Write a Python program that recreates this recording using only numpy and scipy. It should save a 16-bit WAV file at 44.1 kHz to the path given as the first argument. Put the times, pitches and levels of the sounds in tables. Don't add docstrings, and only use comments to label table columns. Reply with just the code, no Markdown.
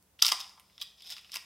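import sys
import numpy as np
from scipy import signal
from scipy.fft import rfft, irfft, next_fast_len
from scipy.io import wavfile
from scipy.ndimage import map_coordinates

SR = 44100
rng = np.random.default_rng(int(sys.argv[2]) if len(sys.argv) > 2 else 0)


def materialize(psi):
    bounded = np.clip(np.atleast_2d(psi).T, -1, 1)
    quanta = np.round(bounded * 32767).astype(np.int16)
    wavfile.write(sys.argv[1], SR, quanta)


N = 63945

# frequency in Hz, level in dB.
SHELL_COLOUR = [(100, -78.5), (600, -59), (1200, -31), (1800, -17.5), (2400, -8.5), (3000, -3.5), (3700, 4),
                (4300, -5.5), (6000, -10), (9000, -32.5)]
SPRING_COLOUR = [(400, -73), (2000, -53), (4000, -21), (4700, -6.5), (5050, 2), (5350, -1.5), (5700, -10.5),
                 (6500, -18.5), (9000, -35)]
CRACK_COLOUR = [(400, -63), (1500, -26), (5000, -3), (6500, -3), (8300, -3), (9400, -2), (10300, -3),
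                (12300, -1.5), (14000, -10), (15400, -8), (16000, -14.5)]
BODY_COLOUR = [(60, -60), (180, -34), (300, -20.5), (410, -9), (540, -20.5), (700, -1.5), (1000, 2),
               (1400, -7), (2200, -9), (5000, -45.5)]


def amp(db):
    return 10 ** (np.asarray(db) / 20)


def unit(x):
    return x / np.sqrt(np.mean(x ** 2) + 1e-20)


def along(points, hz):
    freqs, values = np.transpose(points)
    return np.interp(np.log(hz + 1), np.log(freqs + 1), values)


def coloured(x, colour):
    size = 2 * next_fast_len(len(x))
    gain = amp(along(colour, np.fft.rfftfreq(size, 1 / SR)))
    cepstrum = irfft(np.log(gain), size)
    cepstrum[1:size // 2] *= 2
    cepstrum[size // 2 + 1:] = 0
    return irfft(rfft(x, size) * np.exp(rfft(cepstrum)), size)[:len(x)]


def shifted(colour, pitch):
    return [(hz * pitch, db) for hz, db in colour]


def add(track, start, x):
    part = track[max(round(start * SR), 0):][:len(x)]
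    part += x[:len(part)]


def room_tone():
    # frequency in Hz, level in dB.
    hiss_colour = [(15, -41), (25, -19.5), (59, -8), (122, -6), (188, -7), (300, -12.5), (500, -12),
                   (800, -13), (1300, -17.5), (2000, -20.5), (3300, -22), (5000, -22.5), (7000, -22),
                   (15500, -23.5)]
    hiss_width = [(60, -14), (240, -13), (950, -7.5), (3770, -2.5), (15000, 3)]
    # frequency in Hz, level in dB.
    hum_tones = [(59, -83.5), (80, -80.5), (192, -82)]
    t = np.arange(N) / SR
    mid, spread = (unit(coloured(rng.standard_normal(N), hiss_colour)) for _ in range(2))
    side = coloured(spread, hiss_width)
    hum = np.zeros(N)
    for hz, db in hum_tones:
        waver_radians = 0.48 * map_coordinates(rng.standard_normal(20), [t * 10])
        hum += amp(db) * np.sqrt(2) * np.sin(2 * np.pi * hz * t + waver_radians)
    return hum + amp(-71) * np.array([mid + side, mid - side])


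def echo():
    # frequency in Hz, seconds to fade by 60 dB.
    fade_times = [(200, 0.32), (900, 0.63), (3000, 0.42), (5000, 0.44), (9000, 0.51), (15000, 0.44)]
    # frequency in Hz, level in dB.
    tail_colour = [(200, -10.5), (450, -12.5), (850, -9), (2000, -5), (3500, -8), (5200, -10.5), (8000, -8),
                   (15000, -15)]
    near_colour = [(300, -11.5), (1200, 1.5), (3500, -7.5), (5200, -13.5), (8000, -3), (15000, -2.5)]
    tail_rise_s, near_rise_s, near_fade_s = 0.0074, 0.0019, 0.068
    t = np.arange(SR) / SR
    hz, times, noise = signal.stft(rng.standard_normal(SR), SR, nperseg=256)
    fade = amp(-60 * times / along(fade_times, hz)[:, None])
    tail = signal.istft(noise * fade, SR, nperseg=256)[1][:SR]
    tail *= 1 - np.exp(-t / tail_rise_s)
    near = rng.standard_normal(SR) * amp(-60 * t / near_fade_s)
    near *= 1 - np.exp(-(t / near_rise_s) ** 2)
    tail = coloured(tail / np.linalg.norm(tail), tail_colour)
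    return tail + coloured(near / np.linalg.norm(near), near_colour)


def room(x):
    # frequency in Hz, gain in dB.
    stereo_fizz = [(300, -22.5), (1000, -46), (4500, -56), (8000, -36.5), (14000, -26.5)]
    mid = x + signal.fftconvolve(x, echo())[:N]
    side = signal.fftconvolve(x, coloured(echo(), stereo_fizz))[:N]
    return np.array([mid + side, mid - side])


def door():
    # frequency in Hz, level in dB, seconds to fade by 60 dB.
    tones = [(205, -17.5, 0.14), (320, -10, 0.077), (423, -7.5, 0.083), (670, -0.5, 0.12),
             (1180, -1.5, .08)]
    # start in seconds, level in dB.
    jolts = [(.3205, -44), (1.356, -52.5)]
    out, t = np.zeros(N), np.arange(SR // 4) / SR
    rise = 1 - np.exp(-(t / 0.0017) ** 2)
    for start, jolt_db in jolts:
        ring = sum(amp(db - 60 * t / fade_s) * np.sin(2 * np.pi * (hz * t + rng.random()))
                   for hz, db, fade_s in tones)
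        add(out, start, amp(jolt_db) * rise * ring)
    return out


def rubs():
    # start in seconds, length in seconds, level in dB.
    strokes = [(0.186, .03, -51.5), (0.392, 0.026, -39), (.56, 0.43, -70), (0.794, .025, -51.5),
               (0.965, 0.078, -60.5), (1.033, 0.04, -52.5), (1.062, 0.024, -47), (1.081, 0.067, -41.5),
               (1.155, 0.044, -50.5), (1.19, 0.27, -61), (1.317, 0.058, -47.5)]
    slips_per_s, spread_db = 1500, 4
    t = np.arange(N) / SR
    swell = sum(amp(db) * np.sin(np.pi * np.clip((t - start) / length, 0, 1))
                for start, length, db in strokes)
    parts = [(SHELL_COLOUR, 0), (SPRING_COLOUR, 0.5), (CRACK_COLOUR, -10),
             (shifted(BODY_COLOUR, .85), -20)]
    scrape = np.zeros(N)
    for colour, db in parts:
        slips = (rng.random(N) < slips_per_s / SR) * rng.choice([-1, 1], N)
        strength = amp(spread_db * rng.standard_normal(N))
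        scrape += amp(db) * unit(coloured(slips * strength, colour))
    return swell * unit(scrape)


def ringing(x):
    # frequency in Hz, gain in dB, seconds to fade by 60 dB.
    tones = [(1016, 4.5, 0.27), (1409, 7.5, 0.066), (1883, 5, 0.21), (3120, -7, .12), (3630, -6, .18),
             (3832, -15.5, 0.18), (4950, -7, 0.33), (5030, -14, .22), (5850, -2, 0.12), (8340, 2, .12),
             (9200, -1, 0.086), (12400, -7, .04)]
    t = np.arange(SR // 3) / SR
    ring = np.zeros(len(t))
    for hz, db, fade_s in tones:
        decay = amp(-60 * t / fade_s)
        ring += amp(db) * 2 * decay / decay.sum() * np.sin(2 * np.pi * (hz * t + rng.random()))
    return x + signal.fftconvolve(x, ring)[:N]


def burst(swell_ms, colour, pitch=1, size=2048):
    age = np.arange(size) / SR * 1000 / max(swell_ms, .25)
    shape = age * np.exp((1 - age * age) / 2)
    chatter = rng.standard_normal(size)
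    for _ in range(3):
        phases = np.angle(rfft(chatter * shape))
        chatter = np.sign(irfft(np.exp(1j * phases)))
    return unit(coloured(chatter * shape, shifted(colour, pitch))) * np.sqrt(np.mean(shape ** 2))


def dial():
    # start in seconds, swell in milliseconds, level in dB.
    slips = [(0.8149, 2.6, -34), (.855, 11, -56.5), (.89, 14, -73), (.975, 11, -66.5), (1.015, 14, -55.5)]
    # frequency in Hz, level in dB.
    dial_colour = [(1000, -72), (2600, -33), (3300, -3), (3650, 0), (3850, -4), (4150, -10), (5500, -39),
                   (9000, -66)]
    out = np.zeros(N)
    for start, swell_ms, db in slips:
        add(out, start, amp(db) * burst(swell_ms, dial_colour))
    return out


def knocks():
    # start in seconds, swell in milliseconds, level in dB, pitch as a ratio.
    blows = [(.2235, 1.6, -50, 0.83), (.282, 1.87, -43, 0.91), (0.3185, 1.534, -27, 1.01),
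             (0.5772, 1.605, -54, 1.01), (1.3338, 2, -58, 1.24), (1.355, 5, -53, .9)]
    out = np.zeros(N)
    for start, swell_ms, db, pitch in blows:
        add(out, start, amp(db) * burst(swell_ms, BODY_COLOUR, pitch))
    return out


def clicks():
    # start in seconds, swell in milliseconds,
    # shell, spring and crack levels in dB, the shell's pitch as a ratio.
    contacts = [(0.025, 1, -76.5, -69, -61, 0.55), (0.1904, 1.84, -44.5, -59, -82, 0.78),
                (0.2183, 1.5, -33, -40, -41.5, 0.81), (.2212, .8, -17, -26, -22, 1),
                (0.2233, .9, -14, -6.5, -19, 0.97), (0.2475, 1.1, -17, -22.5, -34.5, 0.98),
                (0.2541, 1.1, -31, -35, -27.5, 1), (.2562, 1.1, -27.5, -26.5, -29.5, 1),
                (0.2633, 1.2, -39.5, -21, -27, 1), (0.2651, 1, -26.5, -16.5, -35, 0.86),
                (0.266, 1, -38.5, -19, -36.5, 0.65), (.2753, 1.2, -37.5, -26.5, -41, 0.66),
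                (.281, 1.2, -27, -19.5, -29.5, 0.9), (0.287, 1.8, -29.5, -46, -33.5, 0.84),
                (0.291, .9, -33, -33, -43, 0.75), (0.2988, .7, -40, -22.5, -35.5, 0.54),
                (0.317, 1.3, -30, -25.5, -46, 0.87), (0.3178, 1.3, -28, -24.5, -28.5, 0.88),
                (.3208, .9, -24, -16.5, -36, 0.98), (.4028, 1.1, -39.5, -33, -42, 0.92),
                (.4425, .6, -48, -41, -70, 0.76), (0.4942, .7, -71.5, -43, -57, 1),
                (0.5746, 1.2, -60, -65, -70, 1), (.5972, .8, -51.5, -55.5, -51, 0.8),
                (0.6978, 1, -60.5, -78, -80, 0.68), (0.7795, .6, -42, -46, -75.5, 0.94),
                (0.8137, 1.3, -37, -37.5, -40.5, 1), (0.8159, 1.7, -37.5, -51.5, -51.5, 0.942),
                (0.8225, 1, -45.5, -30.5, -40.5, 0.69), (1.005, 1.1, -51, -54, -64, 0.85),
                (1.0209, 1.2, -53, -46, -54.5, 0.93), (1.0588, 1, -58, -49.5, -82, 0.73),
                (1.1019, .9, -49, -53.5, -40.5, 0.54), (1.1068, .9, -69, -48, -42.5, 0.88),
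                (1.1128, .9, -45, -38, -54.5, 0.81), (1.1224, 1, -41, -42, -54.5, 0.92),
                (1.1667, .35, -36, -39, -71, 0.81), (1.1815, .7, -40.5, -50, -75, 0.75),
                (1.211, .8, -66, -72, -57.5, 1), (1.2459, .6, -45.5, -52, -67, 0.81),
                (1.2947, .5, -47.5, -60, -76, 0.72), (1.318, 1, -50, -37.5, -45, 0.75),
                (1.3321, 1.2, -40, -41, -59.5, 1), (1.3412, 0.83, -37, -32, -36.5, 0.66),
                (1.354, 1.1, -35.5, -41, -36.5, 0.91), (1.3577, 1.1, -31, -32, -35.5, .75),
                (1.3676, 1.1, -36.5, -31, -49, 0.96)]
    # frequency in Hz, level in dB.
    plate_colour = [(100, -57.5), (400, -42), (700, -28), (900, 0), (1400, 2.5), (1700, -6), (2500, -15.5),
                    (5000, -34)]
    out = np.zeros(N)
    for start, swell_ms, shell_db, spring_db, crack_db, pitch in contacts:
        shell = amp(shell_db) * burst(swell_ms, SHELL_COLOUR, pitch)
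        spring = amp(spring_db) * burst(swell_ms, SPRING_COLOUR)
        crack = amp(crack_db) * burst(swell_ms, CRACK_COLOUR)
        plate_db = -15.5 + 1.117 * shell_db
        plate = amp(plate_db) * burst(swell_ms, plate_colour)
        add(out, start, shell + spring + crack + plate)
    return out


def scene():
    hits = ringing(clicks() + knocks() + dial()) + door()
    return room(hits) + room(ringing(rubs())) + room_tone()


def record(dry):
    top_hz = 15850
    size = next_fast_len(N + SR // 2)
    passes = np.fft.rfftfreq(size, 1 / SR) < top_hz
    return irfft(rfft(dry, size) * passes, size)[:, :N]


dry = scene()
out = record(dry)
materialize(out)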